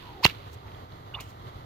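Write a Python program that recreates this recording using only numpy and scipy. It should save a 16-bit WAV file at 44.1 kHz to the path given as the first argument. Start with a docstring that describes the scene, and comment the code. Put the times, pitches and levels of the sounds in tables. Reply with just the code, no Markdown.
"""In an open field, a long whip is swung and cracked over a light wind.
Air whistles round the thong as it speeds up, until the tip breaks the sound barrier: a sharp crack
with a hiss and a dull thump. A bright slap follows, the ground and a line of trees answer faintly,
and the slack lash ticks. A second, softer swing whistles, brushes the grass and leaves a ringing echo."""
import sys
import numpy as np
from scipy.fft import rfft, irfft, next_fast_len
from scipy.io import wavfile

SR = 44100
rng = np.random.default_rng(int(sys.argv[2]) if len(sys.argv) > 2 else 0)


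def to_wav(s):
    """Save 16-bit WAV."""
    ch = np.atleast_2d(s).T  # columns
    pcm = np.round(np.clip(ch, -1, 1) * 32767)  # PCM
    wavfile.write(sys.argv[1], SR, pcm.astype(np.int16))


N = 72765

# The wind's tone, from deep rumble to hiss: frequency_hz, relative_db
WIND_COLOUR = [(25, -13.5), (45, -7.5), (70, -5), (102, 0.5), (150, -10.5), (200, -16.5), (400, -15.5),
               (520, -18), (900, -16.5), (1250, -17.5), (1650, -29), (2000, -25.5), (2500, -37),
               (3300, -31), (4300, -34), (5400, -43), (6800, -43.5), (8300, -54.5), (10500, -51.5),
               (12400, -41.5), (15800, -58)]
# How alike the wind is in both ears: frequency_hz, likeness (1 = the same)
WIND_LIKENESS = [(60, 0.98), (130, 1), (400, 0.94), (1400, 0.66), (3100, 0), (7000, 0.18), (15000, 0.27)]
# Echoes, the first still fading from an earlier crack: peak_s, rise_s, fall_s, level_db
FIELD_ECHOES = [(.02, .1, 0.24, -52.5), (.264, 0.0052, .022, -31), (.3, .015, 0.016, -40.5),
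                (.34, 0.095, 0.25, -53)]
# The echoes' tone: frequency_hz, relative_db
FIELD_COLOUR = [(100, -21), (500, -8), (1200, -0.5), (2000, -0.5), (3000, 3), (4300, -1.5), (5500, -14),
                (9000, -25), (12500, -14.5), (16000, -25)]
# Whistling tones of the swings, with a bright slap after the crack and a faint ringing echo at the end:
# peak_s, rise_s, fall_s, pitch_hz, glide_octaves_per_s, level_db, pitch_scatter (share), left_lead_s
WHISTLING_TONES = [(.07, 0.043, 0.096, 960, -1.9, -50, 0.069, .0001),
                   (.208, 0.11, 0.017, 765, -1, -51.5, 0.045, .0001),
                   (.2, 0.082, 0.045, 411, 5.5, -50, 0.16, .0001),
                   (0.235, 0.0063, 0.0022, 1030, 42, -30, 0.062, .00009),
                   (0.241, 0.0055, 0.0026, 3900, 13, -25.5, 0.228, .00043),
                   (.2460, .003, 0.0074, 2750, 13.5, -18.5, .07, .00041),
                   (0.2475, 0.0022, .003, 4174, -8, -11, 0.063, .00043),
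                   (.2630, 0.0025, 0.004, 2750, 25, -14, 0.06, -.0005),
                   (.66, 0.045, 0.057, 860, 1.5, -56.5, 0.085, .0001),
                   (1.1465, 0.0045, 0.01, 2850, 1.5, -31.5, 0.024, .00004),
                   (1.1505, 0.0028, 0.0067, 3527, 3.5, -37, 0.022, .00004),
                   (1.18, 0.042, 0.034, 983, -5.5, -42.5, 0.22, .00004),
                   (1.205, 0.027, .02, 2540, 5.5, -45.5, 0.23, .00006),
                   (1.231, 0.021, 0.1, 2870, 0, -60, 0.14, .00006)]
# Bursts of hiss around the crack: peak_s, rise_s, fall_s, level_db
HISS_BURSTS = [(.2512, 0.0074, 0.0049, -18.5), (.2523, 0.00032, 0.00071, -14),
               (.2617, 0.00019, 0.0046, -22.5), (.2765, 0.0026, 0.0058, -44), (.296, .006, 0.021, -44.5)]
# The tone of that hiss: frequency_hz, relative_db
HISS_COLOUR = [(500, -4.5), (2000, 2.5), (5000, -1), (7000, -8), (9500, -22), (11000, -17.5), (12500, -5.5),
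               (16000, -18.5)]
# Shock waves from the tip: start_s, length_s, level_db
TIP_SHOCKS = [(.2521, 0.00078, -8.5), (.253, .00095, -7.5)]
# Resonances that the shocks ring: pitch_hz, width_hz, gain_db
RESONANCES = [(402, 210, 6.5), (940, 270, -6), (2090, 270, 3.5), (2880, 450, 17), (5150, 520, 11.5)]
# Low pushes of air, behind the shocks and where the thong lands: peak_s, width_s, level_db
AIR_PUSHES = [(.2552, .0011, -10.5), (1.206, 0.001, -33.5)]
# Small snaps of the loose lash: peak_s, level_db, pitch_hz
LASH_SNAPS = [(0.2981, -32, 2884), (0.3048, -35.5, 2960), (0.682, -47, 1900), (0.7187, -45.5, 3620),
              (0.748, -48, 3590), (0.9225, -47.5, 3880), (1.471, -48.5, 3240)]
# The thong touching the grass: peak_s, rise_s, fall_s, level_db
GRASS_BRUSHES = [(.543, 0.019, 0.007, -52.5), (1.2065, 0.0027, .018, -44), (1.235, .01, .06, -62),
                 (1.3, 0.037, 0.021, -58)]
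# The tone of the brushed grass: frequency_hz, relative_db
BRUSH_COLOUR = [(500, -7.5), (3000, -1), (7000, 2.5), (9500, -9), (12500, -0.5), (16000, -7.5)]
# How much louder the left ear is than the right: frequency_hz, left_minus_right_db
EAR_BALANCE = [(100, -1.3), (200, -0.5), (380, -4), (700, -1), (1300, -2), (2400, -6), (4400, -8.5),
               (6000, 1.5), (8100, 5), (15000, -4.5)]


def amp(db):
    """Turn decibels into a number to multiply by."""
    return 10 ** (np.asarray(db) / 20)


def unit(x):
    """Scale a sound to an average strength (rms) of 1."""
    return x / np.sqrt(np.mean(x ** 2) + 1e-20)


def clock():
    """The time of each sample, in seconds."""
    return np.arange(N) / SR


def along(points, hz):
    """Read between (frequency, value) points, with octaves evenly spaced."""
    frequencies, values = np.transpose(points)
    return np.interp(np.log(hz + 1), np.log(frequencies + 1), values)


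def wobble(per_s, size=N):
    """A smooth curve through per_s random values a second."""
    position = np.arange(size) * per_s / SR
    values = rng.standard_normal(size + 2)
    k = position.astype(int) % size
    ease = np.sin(np.pi / 2 * (position % 1)) ** 2
    return values[k] * (1 - ease) + values[k + 1] * ease


def filtered(x, response):
    """Scale and delay each frequency of a sound by response(hz)."""
    size = next_fast_len(N + 4096, True)
    return irfft(rfft(x, size) * response(np.fft.rfftfreq(size, 1 / SR)), size)[..., :N]


def swell(t, rise, fall, shape):
    """A loudness curve: it peaks at t = 0 and is 10 dB down one rise before and one fall after."""
    return amp(-10 * np.minimum(np.maximum(-t / rise, t / fall) ** shape, 20))


def rush(colour, likeness):
    """Stereo noise with a given tone and likeness between the ears."""
    def response(hz):
        spread = np.arccos(np.clip(along(likeness, hz), -1, 1)) / 2
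        return amp(along(colour, hz)) * [np.cos(spread), np.sin(spread)]
    shared, opposite = filtered(rng.standard_normal((2, N)), response)
    return unit(np.array([shared + opposite, shared - opposite]))


def puffs(rows, colour, crackle_db):
    """Swells of wide, crackling noise."""
    power = sum((amp(db) * swell(clock() - s, rise, fall, shape=1)) ** 2 for s, rise, fall, db in rows)
    crackle = amp(crackle_db * wobble(per_s=900))
    return np.sqrt(power) * unit(crackle * rush(colour, likeness=[(1000, .2)]))


def unsteady_tone(t, hz, scatter, glide):
    """A tone that flutters in pitch and strength, and glides up to half an octave either way."""
    flutters_per_s = .4 * hz
    bend = 2 ** np.clip(glide * t, -.5, .5)
    pitch_hz = hz * bend * (1 + scatter * wobble(flutters_per_s, len(t)))
    cycles = np.cumsum(pitch_hz) / SR
    cycles -= np.interp(0, t, cycles)
    strength = 1 + .3 * wobble(flutters_per_s, len(t))
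    return unit(strength * np.sin(2 * np.pi * cycles))


def add(out, times, sound):
    """Mix a short sound into a channel at the given times."""
    out += np.interp(clock(), times, sound, left=0, right=0)


def arriving(x, left_lead_s):
    """Give a sound a direction by letting it reach the left ear first."""
    return filtered(x, lambda hz: np.exp(1j * np.pi * hz * left_lead_s * np.array([[1], [-1]])))


def wind():
    """Light wind over a low, distant rumble; the level wavers a little."""
    level_db = -44.5 + 1.5 * wobble(per_s=25.02)
    return amp(level_db) * rush(WIND_COLOUR, WIND_LIKENESS)


def echoes():
    """The ground and the trees throw a crack back as faint swells of noise."""
    return puffs(FIELD_ECHOES, FIELD_COLOUR, crackle_db=3)


def whistling_tones():
    """The swings whistle; a bright slap follows the crack, and a faint ringing echo the second swing."""
    out = np.zeros((2, N))
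    t = np.arange(-SR // 5, SR // 5) / SR
    for peak_s, rise, fall, hz, glide, db, scatter, left_lead_s in WHISTLING_TONES:
        tone = amp(db) * swell(t, rise, fall, shape=1.6) * unsteady_tone(t, hz, scatter, glide)
        add(out[0], peak_s + t - left_lead_s / 2, tone)
        add(out[1], peak_s + t + left_lead_s / 2, tone)
    return out


def crack_hiss():
    """The noisy part of the crack: a few short, rough bursts."""
    return puffs(HISS_BURSTS, HISS_COLOUR, crackle_db=4.5)


def crack(bounce_s=.0093, bounce_db=-20, treble_cut_hz=6000):
    """The tip's shock waves, shaped like the letter N, ring a few broad resonances and bounce once."""
    t = clock()
    shocks = sum(amp(db) * (1 - 2 * (t - start) / length) * (t >= start) * (t < start + length)
                 for start, length, db in TIP_SHOCKS)

    def response(hz):
        ring = 1 + sum(amp(db) * 1j * hz * width / (pitch ** 2 - hz ** 2 + 1j * hz * width)
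                       for pitch, width, db in RESONANCES)
        bounce = amp(bounce_db) * np.exp(-2j * np.pi * hz * bounce_s)
        return ring * (1 + bounce) / (1 + 1j * hz / treble_cut_hz)
    return filtered(shocks, response)


def thumps(low_cut_hz=77):
    """Air pressure drops briefly and swings back as a dull thump."""
    suction = sum(-amp(db) * np.exp(-.5 * ((clock() - s) / width) ** 2) for s, width, db in AIR_PUSHES)
    return filtered(suction, lambda hz: -hz ** 2 / (low_cut_hz ** 2 - hz ** 2 + 1.3j * hz * low_cut_hz))


def snaps():
    """The slack lash makes short, dry ticks."""
    out = np.zeros(N)
    t = np.arange(-SR // 50, SR // 50) / SR
    loudness = swell(t, rise=.00034, fall=.0017, shape=.84)
    for peak_s, db, hz in LASH_SNAPS:
        add(out, peak_s + t, amp(db) * loudness * unsteady_tone(t, hz, scatter=.24, glide=0))
    return out


def grass():
    """The thong brushes the grass with a soft, bright rustle."""
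    return puffs(GRASS_BRUSHES, BRUSH_COLOUR, crackle_db=3.5)


def scene():
    """The crack comes from ahead; echoes and wind reach the left ear first."""
    whip = whistling_tones() + arriving(crack() + thumps() + snaps(), left_lead_s=.00003)
    hiss = crack_hiss() + grass()
    return whip + hiss + arriving(echoes() + wind(), left_lead_s=.00049)


def record(dry, low_cut_hz=28, top_hz=15900):
    """Give each ear its own tone, soften the crack's peaks, and trim the lowest and highest sound."""
    def response(hz):
        balance = amp(along(EAR_BALANCE, hz) * np.array([[.5], [-.5]]))
        return balance * 1j * hz / (low_cut_hz + 1j * hz)
    toned = filtered(dry, response)
    softened = toned / (1 + np.abs(toned) ** 6) ** (1 / 6)  # gentle overload
    return filtered(softened, lambda hz: np.clip((top_hz - hz) / 100, 0, 1))


dry = scene()
out = record(dry)
to_wav(out)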